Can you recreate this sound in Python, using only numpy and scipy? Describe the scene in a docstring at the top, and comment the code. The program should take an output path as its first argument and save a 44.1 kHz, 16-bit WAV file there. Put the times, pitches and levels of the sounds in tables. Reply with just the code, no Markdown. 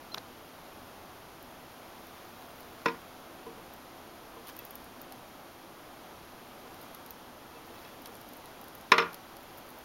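"""A thin squeak and a few dry clicks sound over steady ventilation in a quiet room. Then, close to the
microphone, a snake takes a cricket from metal tongs in a small tank. The tongs knock once going in and
clatter coming out; each contact is a noise clack plus the ringing of tank and steel blades. In between
come soft bumps, tiny fractures of shell and dry leaves as the snake grips and pulls, and faint rustling."""
import sys
import numpy as np
from scipy import signal
from scipy.fft import rfft, irfft, next_fast_len
from scipy.io import wavfile
from scipy.ndimage import map_coordinates

SR = 44100
rng = np.random.default_rng(int(sys.argv[2]) if len(sys.argv) > 2 else 0)


def generate_wav(signal):
    """Clip the signal to [-1, 1] and save it as 16-bit WAV at the path in sys.argv[1]."""
    frames = np.transpose(np.atleast_2d(signal))
    scaled = np.clip(frames, -1, 1) * 32767
    pcm = np.round(scaled).astype(np.int16)
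    wavfile.write(sys.argv[1], SR, pcm)


N = 433944


def amp(db):
    """Decibels to gain."""
    return 10 ** (np.asarray(db) / 20)


def unit_rms(x):
    """Scale to rms 1."""
    return x / np.sqrt(np.mean(x ** 2) + 1e-20)


def curve_gain(points, hz):
    """Gain of (f/Hz, level/dB) points joined on a log frequency axis."""
    points_hz, points_db = np.transpose(points)
    return amp(np.interp(np.log(hz + 1), np.log(points_hz), points_db))


def bell(hz, centre_hz, width_hz):
    """Gain of one resonance."""
    return 1 / (1 + (2 * (hz - centre_hz) / width_hz) ** 2)


def filtered(x, response):
    """Apply a frequency response by FFT."""
    size = next_fast_len(len(x) + 8192)
    return irfft(rfft(x, size) * response(np.fft.rfftfreq(size, 1 / SR)), size)[:len(x)]


def noise(size, response):
    """Coloured noise of rms 1."""
    return unit_rms(filtered(rng.standard_normal(size), response))


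def burst(envelope, response):
    """Coloured noise under an envelope, with the envelope's energy."""
    return unit_rms(noise(len(envelope), response) * envelope) * np.sqrt(np.mean(envelope ** 2))


def wobble(knots_per_s):
    """Smooth random curve."""
    knots = rng.standard_normal(int(N * knots_per_s / SR) + 4)
    return map_coordinates(knots, [np.arange(N) * knots_per_s / SR])


def swell(centre_s, sigma_s):
    """Gaussian envelope of peak 1."""
    return np.exp(-.5 * ((np.arange(N) / SR - centre_s) / sigma_s) ** 2)


def add(track, start_s, sound):
    """Mix a sound into the track."""
    part = track[max(round(start_s * SR), 0):][:len(sound)]
    part += sound[:len(part)]


# Tongs on tank: t/s, level/dB, corner/Hz, ring re clack/dB, place (0 wall, 1 rim), shove lag/s,
# rebound flight/s, rebound loss/dB
TONG_KNOCKS = [(2.8585, -19.5, 6150, -7, 0.078, .0022, .0248, 8.5),
               (8.9196, -6.5, 3930, -10, 0.94, 0.00181, 0.019, 15),
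               (8.9820, -14, 4640, -3, 0.84, 0.0082, 0.039, 14.5)]


def blows(rebound_corner_ratio=0.86):
    """Each knock and its one weaker rebound. Rows: t/s, level/dB, corner/Hz, ring/dB, place."""
    rows = []
    for t_s, db, corner_hz, ring_db, place, _, flight_s, loss_db in TONG_KNOCKS:
        rows.append((t_s, db, corner_hz, ring_db, place))
        rows.append((t_s + flight_s, db - loss_db, corner_hz * rebound_corner_ratio, ring_db, place))
    return rows


# Soft bumps on the tank wall: t/s, level/dB
WALL_BUMPS = [(3.464, -34.5), (3.573, -42.5), (4.366, -40.5), (6.658, -44), (7.551, -42), (7.698, -44),
              (8.075, -43)]


def contacts(touch_lead_s=0.0017, touch_db=-7.5, touch_hz=8950,
             shove_db=-5, wall_shove_hz=1160, rim_shove_hz=2700, wall_give_db=11,
             bump_hz=520, bump_ring_db=2.5, bump_place=0.074):
    """Rows of blows(), plus the tip's touch before each knock, the weight's shove after, and bumps."""
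    rows = blows()
    for t_s, db, _, ring_db, place, lag_s, _, _ in TONG_KNOCKS:
        # the wall gives way: weaker touch, stronger and duller shove
        give_db = wall_give_db * (1 - place)
        shove_hz = np.interp(place, [0, 1], [wall_shove_hz, rim_shove_hz])
        rows.append((t_s - touch_lead_s, db + touch_db - give_db, touch_hz, ring_db, place))
        rows.append((t_s + lag_s, db + shove_db + give_db, shove_hz, ring_db, place))
    return rows + [(t_s, db, bump_hz, bump_ring_db, bump_place) for t_s, db in WALL_BUMPS]


# Spectrum of the clack and the dense ring between modes: f/Hz, level/dB
CONTACT_SPECTRUM = [(60, -45), (130, -54), (240, -7), (470, -18), (560, -9.5), (860, -15), (1000, 0.5),
                    (1500, -4.5), (2400, -2.5), (3000, -8.5), (5600, -13.5), (7000, -20.5), (15000, -22)]


def tank_knocks(clack_t60_s=0.028, rise_s=0.00021, tail_db=-16, low_t60_s=0.36, high_t60_s=0.23,
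                split_hz=1700, flex_db=9, flex_hz=380, leak_db=-20, low_cut_hz=140):
    """Each contact is a short clack and a dense ring whose treble dies first."""
    out, t = np.zeros(N), np.arange(SR // 2) / SR
    lows = lambda f: 1 / (1 + (f / split_hz) ** 2)
    for t_s, db, corner_hz, ring_db, place in contacts():
        # the wall flexes more than the stiff rim: more bass
        bass = lambda f: amp(flex_db * (1 - place) / (1 + (f / flex_hz) ** 4))
        colour = lambda f: curve_gain(CONTACT_SPECTRUM, f) * bass(f)
        clack = burst(amp(-60 * t / clack_t60_s), colour)
        ring = burst(amp(tail_db - 60 * t / low_t60_s), lambda f: colour(f) * lows(f))
        ring += burst(amp(tail_db - 60 * t / high_t60_s), lambda f: colour(f) * (1 - lows(f)))
        blow = (clack + amp(ring_db) * ring) * (1 - np.exp(-t / rise_s))
        softness = signal.butter(2, corner_hz, fs=SR)  # softer contact: less treble
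        add(out, t_s, amp(db) * (signal.lfilter(*softness, blow) + amp(leak_db) * blow))
    # the knocks carry almost no deep bass
    return signal.lfilter(*signal.butter(2, low_cut_hz, 'highpass', fs=SR), out)


# Tank modes: f/Hz, level struck on wall/dB, level struck on rim/dB, t60/s
TANK_MODES = [(172.6, -18, -23, 0.39), (237, -13, -32, 0.13), (259, -13, -37, 0.29), (340, -16, -31, 0.39),
              (378, -37, -8, 0.2), (414, -15, -17, 0.19), (462, 0, -5, 0.17), (616, -68, -12.5, 0.27),
              (938, -4, -11, 0.16), (1013, 4, -9, 0.12), (1157, -45, -3, 0.25), (1220, -22, -6, 0.2),
              (1250, -35, -38, 0.18), (1310, -15, -19, 0.14), (1403, -44, -9, 0.3),
              (1435, -10.5, -13, 0.24), (1700, -10, -14, 0.077), (1900, -21, -19, 0.25),
              (1950, -9, -21, 0.17), (2060, -23, -7.5, 0.12), (2310, -15, -13, 0.12),
              (2454, -23, -5, 0.086), (2500, -9, -24, 0.11), (2665, -26, -10, 0.12), (2980, -35, -19, 0.15),
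              (3630, -8, -17, 0.089), (4000, -33, 2.5, 0.027)]


def tank_ring(gain_db=-2, build_cycles=3.1):
    """Contacts feed energy to the modes by place and hardness; each mode builds up, then decays."""
    out, t = np.zeros(N), np.arange(SR // 2) / SR
    for hz, wall_db, rim_db, t60_s in TANK_MODES:
        envelope = amp(-60 * t / t60_s) * (1 - np.exp(-t * hz / build_cycles))
        energy = np.zeros(N)
        for t_s, db, corner_hz, ring_db, place in contacts():
            mode_db = wall_db + place * (rim_db - wall_db)
            drive = amp(db + ring_db + mode_db + rng.standard_normal())
            add(energy, t_s, (drive * envelope) ** 2 / (1 + (hz / corner_hz) ** 4))
        live = np.flatnonzero(energy)
        out[live] += np.sqrt(energy[live]) * np.sin(2 * np.pi * (hz * live / SR + rng.random()))
    return amp(gain_db) * out


# Blade clinks, blade against blade except the last, where the tongs bounce against the tank: t/s, level/dB,
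# excited band centre/Hz
BLADE_CLINKS = [(4.592, -52, 3200), (7.560, -56, 3000), (7.757, -56, 3200), (7.849, -50.5, 3480),
                (8.059, -51, 4400), (9.003, -30.5, 5700)]
# Blade modes: f/Hz, level/dB, t60/s
BLADE_MODES = [(1934, 4, .14), (2630, 2.5, 0.11), (3350, -2.5, 0.13), (3860, -2, 0.073), (4060, -11, 0.061),
               (5276, -0.5, 0.046), (5240, 1.5, 0.017), (13900, -4, .07)]


def tong_clinks(width_hz=2200, struck_hz=5500, struck_db=-13):
    """Hand-damped steel blades ring briefly on touching each other or striking the tank."""
    out, t = np.zeros(N), np.arange(SR // 4) / SR
    hz, mode_db, t60_s = np.transpose(BLADE_MODES)[:, :, None]
    envelopes = amp(mode_db - 60 * t / t60_s)
    tank_strikes = [(t_s, db + struck_db, struck_hz) for t_s, db, *_ in blows()]
    for t_s, db, centre_hz in list(BLADE_CLINKS) + tank_strikes:
        phase = rng.uniform(0, 2 * np.pi, hz.shape)
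        modes = bell(hz, centre_hz, width_hz) * envelopes * np.sin(2 * np.pi * hz * t + phase)
        add(out, t_s, amp(db) * modes.sum(axis=0))
    return out


# Fractures of cricket shell and dry leaves: t/s, level/dB, body level/dB
FRACTURES = [(3.7369, -37, -28), (4.4722, -38, -13), (4.483, -37, -13), (4.566, -35, -18), (4.59, -29, -22),
             (4.6513, -32.5, -24), (4.7082, -33, -25), (4.7544, -30, -22), (4.8429, -40, -18),
             (5.016, -33.5, -21), (5.123, -36.5, -10.5), (6.9476, -34, -14), (7.0624, -38, -12),
             (7.107, -30, -19), (8.0581, -36, -5.5), (8.1529, -40, -10), (8.7515, -35, -21),
             (9.1304, -39, -9), (9.144, -33, -9.5), (9.7867, -39, -28)]


def crackles(snap_t60_s=0.014, snap_base_hz=10000, fall_hz_per_db=162, snap_width_hz=4200,
             tail_db=-19, tail_t60_s=0.087, body_gain_db=6, body_hz=4800, body_width_hz=4100,
             faint_db=-42, faint_spread_db=2, faint_body_db=-18, body_spread_db=4, gain_db=-6):
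    """Tiny fractures: a high snap, a lower body and a short scatter from the walls."""
    out, t = np.zeros(N), np.arange(SR // 20) / SR
    envelope = amp(-60 * t / snap_t60_s) + amp(tail_db - 60 * t / tail_t60_s)
    # faint random ticks while the leaves move
    ticks_per_s = sum(rate * swell(t_s, sigma_s) for t_s, sigma_s, _, rate in LEAF_MOVES)
    tick_times_s = np.flatnonzero(rng.random(N) < ticks_per_s / SR) / SR
    ticks = [(t_s, rng.normal(faint_db, faint_spread_db), rng.normal(faint_body_db, body_spread_db))
             for t_s in tick_times_s]
    for t_s, db, body_db in list(FRACTURES) + ticks:
        snap_hz = snap_base_hz - fall_hz_per_db * body_db  # more body: lower snap
        snap = burst(envelope, lambda f: bell(f, snap_hz, snap_width_hz))
        body = burst(envelope, lambda f: bell(f, body_hz, body_width_hz))
        add(out, t_s, amp(db + gain_db) * (snap + amp(body_db + body_gain_db) * body))
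    return out


# Close dry clicks: t/s, level/dB, f/Hz, time constant/s, body re ping/dB
DRY_CLICKS = [(0.144, -35, 5500, 0.00047, -8), (0.1464, -28, 3850, 0.00065, -3.5),
              (.1472, -43, 13000, 0.00089, -15), (0.1755, -42, 1500, 0.0013, -10),
              (0.1792, -45.5, 4500, 0.0012, 8.5), (0.1825, -35, 4300, 0.00087, -3)]
# Click body spectrum: f/Hz, level/dB
CLICK_SPECTRUM = [(100, -8), (550, 6), (900, 3), (1450, 1), (2500, -12), (5000, -14), (7000, -16),
                  (15000, -26)]


def clicks(width_hz=1100):
    """A narrow noise ping and a broad body swell and stop within a few milliseconds."""
    out, t = np.zeros(N), np.arange(-SR // 50, SR // 50) / SR
    for t_s, db, hz, tau_s, body_db in DRY_CLICKS:
        envelope = amp(db) / np.cosh(np.clip(t / tau_s, -20, 20))
        ping = burst(envelope, lambda f: bell(f, hz, width_hz))
        body = burst(envelope, lambda f: curve_gain(CLICK_SPECTRUM, f))
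        add(out, t_s + t[0], ping + amp(body_db) * body)
    return out


def squeak(start_s=0.1175, length_s=0.024, hz=4120, level_db=-44, fade_db=6):
    """A thin, fading tone just before the first click."""
    out, t = np.zeros(N), np.arange(int(length_s * SR)) / SR
    envelope = signal.windows.tukey(len(t), .2) * amp(level_db - fade_db * t / length_s)
    add(out, start_s, envelope * np.sin(2 * np.pi * hz * t))
    return out


# Movements through the leaves: centre t/s, sigma/s, level/dB, peak tick rate/(1/s)
LEAF_MOVES = [(2.45, 0.59, -58.5, 2), (4.486, 0.017, -48.5, 60), (4.61, 0.12, -59, 16),
              (6.857, 0.054, -58, 5), (7.818, .09, -55, 4), (8.35, .25, -66.5, 18), (9.5, 0.31, -60, 20)]
# Brushing spectrum: f/Hz, level/dB
LEAF_SPECTRUM = [(300, -14), (1100, 9), (2000, 1.5), (3800, 0.5), (6500, -5.5), (10000, -9), (14000, -5),
                 (16000, 0)]


def leaf_rustle(grain_db=4, grains_per_s=450):
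    """Leaves brush past snake and tongs in short, grainy swells."""
    strokes = sum(amp(db) * swell(t_s, sigma_s) for t_s, sigma_s, db, _ in LEAF_MOVES)
    brushing = noise(N, lambda f: curve_gain(LEAF_SPECTRUM, f))
    grains = amp(grain_db * wobble(grains_per_s))
    return strokes * unit_rms(brushing * grains)


# Ventilation and microphone hiss: f/Hz, level in a 1 Hz band/dB
AIR_SPECTRUM = [(20, -87), (45, -86), (85, -84.5), (160, -84), (290, -80.5), (460, -83), (700, -80.5),
                (1300, -85), (1800, -91), (3400, -94.5), (5400, -98.5), (9000, -102), (12600, -101),
                (15700, -105.5)]
# Resonances in fan noise and hiss: f/Hz, width/Hz, rms level/dB
FAN_RESONANCES = [(86.8, 10, -74.5), (253, 18, -65.5), (338.3, 14, -66.5), (749, 5.9, -67.5),
                  (1313, 60, -75.5), (3235, 200, -72.5), (11760, 910, -70)]
# Electronic whine: f/Hz, rms level/dB
WHINE_LINES = [(10411, -84), (10438, -84), (11316, -84), (15735, -80)]


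def room_noise(drift_db=0.36, drift_knots_per_s=2.493):
    """Air noise and fan resonances drift slightly in level over a faint electronic whine."""
    t = np.arange(N) / SR
    air = filtered(rng.standard_normal(N), lambda f: curve_gain(AIR_SPECTRUM, f)) * np.sqrt(SR / 2)
    fan = sum(amp(db) * noise(N, lambda f: bell(f, hz, width_hz)) for hz, width_hz, db in FAN_RESONANCES)
    whine = sum(amp(db) * np.sqrt(2) * np.sin(2 * np.pi * hz * t) for hz, db in WHINE_LINES)
    return amp(drift_db * wobble(drift_knots_per_s)) * (air + fan) + whine


def scene():
    """Mono mix of room, tongs on tank and small dry sounds."""
    background = room_noise()
    tongs = tank_knocks() + tank_ring() + tong_clinks()
    small_sounds = clicks() + squeak() + leaf_rustle() + crackles()
    return (background + tongs + small_sounds)[None]


def record(dry, notch_hz=7900, notch_width_hz=1600, top_hz=15850):
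    """Microphone: treble notch, soft clipping, steep band limit."""
    notched = filtered(dry[0], lambda f: 1 - 1 / (1 + 2j * (f - notch_hz) / notch_width_hz))
    clipped = notched / (1 + notched ** 4) ** (1 / 4)
    return filtered(clipped, lambda f: 1 / np.sqrt(1 + (f / top_hz) ** 300))[None]


dry = scene()
out = record(dry)
generate_wav(out)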